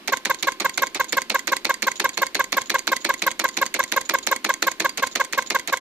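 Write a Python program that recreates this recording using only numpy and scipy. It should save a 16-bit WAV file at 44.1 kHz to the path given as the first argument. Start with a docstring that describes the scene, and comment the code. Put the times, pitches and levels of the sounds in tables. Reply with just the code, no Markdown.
"""A faint whirr of bearings and flame, then at once the tapping of a small flame-licker engine, close to
a pair of microphones. It stands on a wooden base in a workshop and turns nearly six times a second.
Each turn the shutter taps and knocks shut, the piston slides, gas quacks out past the fluttering shutter
with a thin squeak, and the linkage clicks back. On some turns a dry part rubs before the next tap."""
import sys
import numpy as np
from scipy import signal
from scipy.fft import rfft, irfft
from scipy.io import wavfile
from scipy.ndimage import uniform_filter1d

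SR = 44100
rng = np.random.default_rng(int(sys.argv[2]) if len(sys.argv) > 2 else 0)


def inscribe(sig):
    """Save sig as 16-bit PCM at rate SR to the path in sys.argv[1].

    A 1-D sig is mono; a 2-D sig holds one channel per row.
    Samples are clipped to [-1, 1] before scaling.
    """
    pcm = np.round(np.clip(np.atleast_2d(sig).T, -1, 1) * 32767)
    wavfile.write(sys.argv[1], SR, pcm.astype(np.int16))


N = 261061
TIME = np.arange(4096) / SR  # seconds into one short event


def amp(db):
    """Decibels to gain."""
    return 10 ** (np.asarray(db) / 20)


def unit_power(x):
    """Scales to a mean square of one."""
    return x / np.sqrt(np.mean(x ** 2) + 1e-20)


def at_hz(table, hz, column=1):
    """One column of a table, interpolated along log frequency."""
    columns = np.transpose(table)
    return np.interp(np.log(hz + 1), np.log(columns[0]), columns[column])


def add(mix, start_s, sound):
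    """Mixes a sound in at a time."""
    part = mix[..., max(round(start_s * SR), 0):][..., :sound.shape[-1]]
    part += sound[..., :part.shape[-1]]


def convolve(x, response):
    """Filters both channels."""
    return signal.oaconvolve(x, response, axes=1)[:, :N]


def colour(x, spectrum, size=2048):
    """Causal filter of unit power gain with its own left-right balance in each band."""
    hz = abs(np.fft.fftfreq(size, 1 / SR))
    side_db = np.outer([.5, -.5], at_hz(spectrum, hz, column=2))
    gain = unit_power(amp(at_hz(spectrum, hz) + side_db))
    minimum_phase = np.exp(np.conj(signal.hilbert(np.log(gain))))
    return convolve(x, np.fft.ifft(minimum_phase).real)


def wobble(size, smooth_samples):
    """Smoothed random motion of unit power."""
    return unit_power(uniform_filter1d(rng.standard_normal(size), size=smooth_samples))


def envelope(rise, hold, t60):
    """Swells, holds until `hold`, dies away; all in seconds."""
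    return np.minimum(TIME / rise, 1) ** 2 * np.exp(-np.log(1000) * np.maximum(TIME - hold, 0) / t60)


def strokes(times, level_db, scatter_db):
    """Rows of (time [s], level [dB]) with randomly scattered levels."""
    return np.column_stack([times, level_db + scatter_db * rng.standard_normal(len(times))])


def bursts(events, shape, spectrum, grit_db):
    """Gritty contact noise under one envelope for each event."""
    grit = amp(grit_db * np.clip(wobble(N, 25), -2, 2))
    contact = unit_power(np.tanh(unit_power(noise() * grit) / 2))  # no single grain outweighs the blow
    gate = np.zeros(N)
    for s, db in events:
        add(gate, s, amp(db) * shape)
    return colour(contact * gate, spectrum)


def ring(blows, modes, spread_db):
    """Blows ring a set of modes, never quite alike; high modes favour the right microphone."""
    out = np.zeros((2, N))
    hz, db, t60 = np.transpose(modes)[:, :, None]
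    t = np.arange(SR // 5) / SR
    side_db = np.interp(hz.T, [2000, 6500], [1, 10]) * np.array([[-.5], [.5]])
    swell = 1 - np.exp(-t * hz / 1.95)  # a mode needs a cycle or two to build up
    for s, blow_db in blows:
        detune, spread = rng.standard_normal((2, len(modes), 1))
        fade = amp(blow_db + db + spread_db * spread) * np.exp(-np.log(1000) * t / t60)
        tones = np.sin(2 * np.pi * (hz + .5 * detune / t60) * t)
        add(out, s, amp(side_db) @ (swell * fade * tones))
    return out


def whistle(hz, waver_hz):
    """An unsteady tone of unit power, as stick and slip makes it."""
    return np.sqrt(2) * np.sin(2 * np.pi * np.cumsum(hz + waver_hz * wobble(len(TIME), 24)) / SR)


# how alike the two microphones hear noise: (frequency [Hz], likeness [0-1])
MIC_LIKENESS = [(40, 0), (150, 0.97), (1300, 1), (2500, 0.45), (5000, 0), (15000, 0.18)]
def noise():
    """Noise at the microphone pair, nearly mono in the middle range."""
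    shared, separate = rfft(rng.standard_normal((2, N)))
    alike = np.clip(at_hz(MIC_LIKENESS, np.fft.rfftfreq(N, 1 / SR)), 0, 1)
    left = alike * shared + np.sqrt(1 - alike ** 2) * separate
    return irfft(np.array([left, shared]), N)


# background at the bench: (frequency [Hz], level [dB], left minus right [dB])
WHIRR_SPECTRUM = [(30.1, 8.5, 3), (113, -23, 2.5), (208, -0.5, -1.5), (365, 1.5, -4.5), (450, -7, 3.5),
                  (680, -9.5, -8), (1070, -13, 19), (1400, -8, 0.5), (2140, -8, 0.5), (4150, -12.5, -5),
                  (6850, -22.5, -2), (11000, -26, -2), (14300, -23.5, 0), (15500, -70, -19)]
def whirr():
    """Bearings and flame make a steady, faint noise under the engine."""
    return amp(-45) * colour(noise(), WHIRR_SPECTRUM)


# pace of the flywheel: (time [s], speed [turns/s])
FLYWHEEL_SPEED = [(0.0, 5.722), (1.1, 5.735), (1.9, 5.715), (2.4, 5.714), (3.1, 5.75), (3.55, 5.71),
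                  (4.0, 5.758), (4.35, 5.632), (4.9, 5.649), (5.2, 5.669), (5.45, 5.82), (5.8, 5.486)]
# a dry part drags, so the shutter comes late and opens early: (turn [from 0], rub level [dB])
TIGHT_TURNS = [(2, -43), (4, -40), (6, -38.5), (11, -38), (12, -43), (15, -43), (17, -42), (18, -42.5),
               (20, -43.5), (22, -43), (23, -42.5), (24, -42.5), (29, -41.5), (31, -38.5)]
# the shutter runs loose, so it comes early, seats softly and opens late: (turn [from 0])
LOOSE_TURNS = [5, 21, 28, 30, 32]
def flywheel(first_turn_s=.0754):
    """When each turn starts, with the shutter at the port face, and whether it is tight or loose."""
    t = np.arange(N) / SR
    turned = np.cumsum(np.interp(t, *np.transpose(FLYWHEEL_SPEED))) / SR
    turned -= np.interp(first_turn_s, t, turned)
    number = np.arange(int(turned[-1]))
    tight = np.isin(number, [n for n, _ in TIGHT_TURNS])
    return np.interp(number, turned, t), tight, np.isin(number, LOOSE_TURNS)


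KNOCK_S = .0038  # into the turn
# tap and knock, close to the port face: (frequency [Hz], level [dB], left minus right [dB])
TAP_SPECTRUM = [(200, -34, 0.5), (888, -36, 3.5), (1400, -18, -6), (2115, 2, -8.5), (2840, -13, 9),
                (4500, -4.5, -8.5), (5060, -23, 1), (6840, -6, -14), (8620, -20, -13.5), (9760, -20, -27),
                (11100, -20.5, 10), (14440, -15, -5.5), (15860, -50, 4)]
KNOCK_SPECTRUM = [(61, -19, -6), (246, -12, -1.5), (980, -6.5, 1.5), (1800, 4, -1), (2540, 0.5, -0.5),
                  (2740, -4.5, -3), (4560, -3, -8.5), (4790, -9, -7), (6730, -6.5, -17), (7760, -15.5, 1),
                  (10300, -30.5, 15.5), (13700, -13, 0.5), (15500, -46, 24)]
# how hard the shutter seats: (time [s], level [dB])
SEATING_LEVEL = [(0, -18), (2.2, -16), (3.1, -16.5), (3.8, -17), (4.8, -12.5), (5.2, -16.5), (5.7, -21.5)]
# the wooden base and metal frame on the bench: (frequency [Hz], level [dB], t60 [s])
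FRAME_MODES = [(215, -21, 0.12), (260, -24.5, 0.067), (330.3, -15.5, 0.22), (396.7, -22.5, 0.34),
               (512, -36.5, 0.051), (620, -33.5, 0.052), (1059, -25, 0.13), (1778.4, -11, 0.04),
               (2160, -20.5, 0.11), (2374, -24, 0.064), (3520, -26.5, .04), (4050, -36, 0.057),
               (4260, -15.5, 0.14), (6370, -19, .03), (7246, -25, 0.033), (9820, -24, 0.09),
               (9700, -29.5, 0.085)]
def shutter(starts, tight, loose, late_s=.00061, early_s=.0022, knock_scatter_s=.0005):
    """The shutter taps the port face, glances off its seat and knocks home just after."""
    taps = strokes(starts + late_s * tight - early_s * loose, level_db=-18.5, scatter_db=.9)
    seating_db = np.interp(starts, *np.transpose(SEATING_LEVEL)) - 5.5 * loose
    seat_times = starts + KNOCK_S + knock_scatter_s * rng.standard_normal(len(starts))
    knocks = strokes(seat_times, seating_db, scatter_db=.1)
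    tap = bursts(taps, envelope(.0004, .0013, .023), TAP_SPECTRUM, grit_db=2.5)
    glance = envelope(.0001, .0007, .011)
    home = np.interp(TIME - .0019, TIME, envelope(.00015, .00064, .0084))
    knock = bursts(knocks, glance * amp(-.5) + home * amp(4), KNOCK_SPECTRUM, grit_db=3)
    return tap + knock + ring(knocks, FRAME_MODES, spread_db=2.5)


# sliding, close to the cylinder: (frequency [Hz], level [dB], left minus right [dB])
SLIDE_SPECTRUM = [(40, -27, 14.5), (100, -33, -2.5), (199.4, -2, -5), (364, -2, 1), (450, -2.5, -1),
                  (885, -4.5, -2), (1640, -10.5, -1), (2335, -2, -4.5), (2980, -9, 5), (4070, -5, -3.5),
                  (6700, -17, -5.5), (11100, -32, -8), (14250, -60.5, 7), (15500, -62.5, 6)]
# the piston ringing in the bore: (frequency [Hz], level [dB], t60 [s])
PISTON_MODES = [(2170, -7.5, 0.045), (2340, -7.5, 0.038), (3920, -14.5, 0.043), (6500, -17, .03)]
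def piston(starts, chatter_s=.0195):
    """The piston slides off with every knock and chatters once, partway out."""
    slides = strokes(starts + KNOCK_S, level_db=-26.5, scatter_db=0)
    slide = bursts(slides, envelope(.0037, .02, .055), SLIDE_SPECTRUM, grit_db=4)
    chatters = strokes(starts + chatter_s, level_db=-25.5, scatter_db=4)
    return slide + ring(chatters, PISTON_MODES, spread_db=4)


# one quack at the shutter gap: (share of its length [0-1], flutter [Hz], flow [dB], resonance [Hz])
QUACK_COURSE = [(0, 494, -43.5, 768), (0.099, 497.5, -13.5, 912), (0.231, 553, -4, 822),
                (.46, 525, -4, 1013), (.57, 549.7, -1, 1524), (0.692, 536.7, 2.03, 1290),
                (.82, 498, -0.5, 1040), (0.898, 494, -1, 982), (1, 535, -23, 1070)]
def quack(length_s, gap_q=1.6):
    """The shutter flutters like a reed; the gap's resonance rises and falls with the flow."""
    share = np.arange(0, 1, 1 / (length_s * SR))
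    points, *columns = np.transpose(QUACK_COURSE)
    hz, flow_db, gap_hz = (np.interp(share, points, column) for column in columns)
    jitter = wobble(len(TIME), 80)[:len(share)]
    hz *= 1 + .005 * rng.standard_normal() + .0096 * jitter
    gap_hz *= 1 + .025 * rng.standard_normal()
    cycles = np.cumsum(hz) / SR
    harmonic = np.arange(1, 10)[:, None]
    gain = 1 / (1 + 1j * gap_q * (harmonic * hz / gap_hz - gap_hz / (harmonic * hz)))
    gain /= np.sqrt((abs(gain) ** 2).sum(0) / 2)  # the flow alone sets the level
    return (gain * np.exp(2j * np.pi * harmonic * cycles)).real.sum(0) * amp(flow_db)


# quack and hiss, close to the port: (frequency [Hz], level [dB], left minus right [dB])
PORT_SPECTRUM = [(80, -36.5, -1.5), (198.5, -21.5, 0.5), (628, 2, -2), (1195, 0.4, 0.3), (1690, 1.55, -1.5),
                 (2020, 0.9, 2), (2906, -12.5, 2.5), (3400, -14.5, 0.5), (6000, -21, -1.5)]
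HISS_SPECTRUM = [(2700, 3, -2.5), (3780, 9, 1), (4930, 0.5, -3.5), (6810, 4.5, -13), (8820, -8, -3.5),
                 (10500, -13, -4), (14300, -13, 10.5), (15500, -22.5, -11.5)]
# resonances that linger after each puff: (frequency [Hz], level [dB], t60 [s])
PUFF_MODES = [(517, -23.5, 0.13), (1048, -19, 0.22), (2194, -21, .12)]
def exhaust(lifts, ends):
    """Gas escapes as the shutter lifts: each puff quacks, hisses and leaves a faint ring."""
    quacks = np.zeros((2, N))
    puffs = strokes(lifts, -14, scatter_db=.07)
    lengths = ends - lifts
    for (s, db), length_s in zip(puffs, lengths):
        add(quacks, s, amp(db) * quack(length_s))
    hiss = bursts(puffs, envelope(.0073, .019, .084) * amp(-13.5), HISS_SPECTRUM, grit_db=2)
    after_ring = ring(zip(lifts + .91 * lengths, puffs[:, 1]), PUFF_MODES, spread_db=1)
    return amp(-10) * colour(quacks, PORT_SPECTRUM) + hiss + after_ring


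# strength of the squeak at the shutter: (time [s], level [dB])
SQUEAK_LEVEL = [(0, -19.5), (2.4, -19.5), (4.6, -17), (5.1, -24), (5.8, -23)]
def squeak(lifts, lag_s=.0055, pitch_hz=13400, scatter_hz=120):
    """Metal sticks and slips for a few milliseconds after each lift, right of centre."""
    out = np.zeros(N)
    level_db = np.interp(lifts, *np.transpose(SQUEAK_LEVEL))
    for s, db in strokes(lifts + lag_s, level_db, scatter_db=2.5):
        hold = .00093 * np.exp(.22 * rng.standard_normal())
        hz = pitch_hz + scatter_hz * rng.standard_normal()
        add(out, s, amp(db) * envelope(.0012, hold, .012) * whistle(hz, waver_hz=310))
    return out * amp([[-4.5], [2.5]])


# strength of the click at the rod: (time [s], level [dB])
CLICK_LEVEL = [(0, -22), (1.5, -20.5), (3, -20), (4.3, -19.5), (4.8, -21), (5.8, -21.3)]
# the click, close to the rod: (frequency [Hz], level [dB], left minus right [dB])
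CLICK_SPECTRUM = [(300, -12, 5), (1510, -20, 17.5), (1850, 2.5, -4), (2980, -14.5, -10), (3250, -12, 10),
                  (4500, -9.5, -16.5), (5640, -11.5, 1.5), (6540, -10.5, -24), (8740, -13.5, -17),
                  (10470, -19, -7), (14300, -17.5, 3), (15270, -52, -21)]
# ping of the linkage: (frequency [Hz], level [dB], t60 [s])
LINKAGE_MODES = [(269, -9, 0.046), (2015, -3, 0.032), (2170, -10.5, 0.056), (3284, -16, 0.058),
                 (4670, -14, 0.066), (6570, -19.5, 0.021), (6680, -5, 0.018), (7840, -14.5, 0.02)]
def linkage(starts, click_s=.0951, slack_lead_s=.008):
    """The slack is taken up with a faint tick; then, past half a turn, the rod clicks and pings."""
    clicks = strokes(starts + click_s, np.interp(starts, *np.transpose(CLICK_LEVEL)), scatter_db=1.26)
    ticks = [(s - slack_lead_s, db) for s, db in clicks]
    slack = bursts(ticks, envelope(.00032, .0031, .11) * amp(-15.5), HISS_SPECTRUM, grit_db=23)
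    click = bursts(clicks, envelope(.00024, .00053, .023) * amp(-1), CLICK_SPECTRUM, grit_db=3)
    return slack + click + amp(-1.5) * ring(clicks, LINKAGE_MODES, spread_db=3.5)


# friction, close to the dry spot: (frequency [Hz], level [dB], left minus right [dB])
RUB_SPECTRUM = [(1500, -17, 11), (2500, -15.5, -12.5), (3730, 0.5, 2), (5050, -6.5, -2), (6850, -13, -27),
                (6820, 7, -15.5), (8000, -26, -5), (10000, -23, -2), (14300, -26, 1), (15500, -46, 9.5)]
def dry_rub(tight_starts, lead_s=.0398, slip_s=.0029, slip_fade_s=.001):
    """Ahead of the tap on tight turns, a dry part rubs in quick slips and sings on the right."""
    rubs = [(s - lead_s, db) for s, (_, db) in zip(tight_starts, TIGHT_TURNS)]
    slips = amp(-1) + amp(7.5) * np.exp(-(TIME % slip_s) / slip_fade_s)
    rub = bursts(rubs, envelope(.00069, .014, .06) * slips, RUB_SPECTRUM, grit_db=12)
    song = np.zeros(N)
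    for s, db in rubs:
        add(song, s, amp(db) * envelope(.0034, .021, .06) * whistle(hz=6820, waver_hz=130))
    return rub + song * amp([[-14], [-1]])


# the bench and, farther off, the walls: (delay [s], left level [dB], right level [dB])
REFLECTIONS = [(0.012, -29, -33), (0.0217, -44, -37), (0.029, -28.5, -17.5), (0.035, -19.5, -37.5),
               (0.058, -25, -38)]
# decay of the workshop around the microphones: (frequency [Hz], t60 [s])
ROOM_DECAY = [(200, 0.52), (1000, 0.11), (4000, 0.4), (14000, 0.054)]
def workshop(x, tail_db, dull_hz, build_s=.028):
    """The room returns a few dull reflections and a short diffuse tail."""
    size = SR // 3
    diffuse = rng.standard_normal((2, size)) * np.minimum(np.arange(size) / (build_s * SR), 1)
    hz, t, bands = signal.stft(diffuse + .6 * diffuse[::-1], SR, nperseg=256)  # sides partly alike
    decay = np.exp(-np.log(1000) * t / at_hz(ROOM_DECAY, hz)[:, None])
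    tail = signal.istft(bands * decay, SR)[1]
    early = np.zeros_like(tail)
    for delay, left_db, right_db in REFLECTIONS:
        add(early, delay, amp([[left_db], [right_db]]))
    early = signal.sosfilt(signal.butter(4, dull_hz, fs=SR, output="sos"), early)
    return convolve(x, early + tail * amp(tail_db) / np.linalg.norm(tail[0]))


def scene():
    """The crank times every part of the engine; the room and the whirr lie behind it."""
    starts, tight, loose = flywheel()
    lift_s, spent_s = .0431, .0686  # gas escapes between these points of the turn
    lifts = starts + lift_s - .0011 * tight + .0018 * loose
    engine = shutter(starts, tight, loose) + linkage(starts) + piston(starts) + dry_rub(starts[tight])
    engine += exhaust(lifts, starts + spent_s) + squeak(lifts)
    return engine + workshop(engine, tail_db=-24.5, dull_hz=1120) + whirr()


def record(dry):
    """The microphone pair: the left hears slightly later; bass and top roll off, peaks are rounded."""
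    bass_hz, top_hz, ceiling = 120, 15400, .66
    pair = np.array([np.roll(dry[0], 3), dry[1]])
    pair = signal.sosfilt(signal.butter(1, bass_hz, "highpass", fs=SR, output="sos"), pair)
    pair /= (1 + (pair / ceiling) ** 8) ** (1 / 8)
    pair *= np.interp(np.arange(N) / SR, [5.785, 5.8], [1, 0])  # quick fade to silence
    lowpass = signal.firwin(161, top_hz, window=("kaiser", 9), fs=SR)
    return signal.oaconvolve(pair, lowpass[None], "same")


dry = scene()
out = record(dry)
inscribe(out)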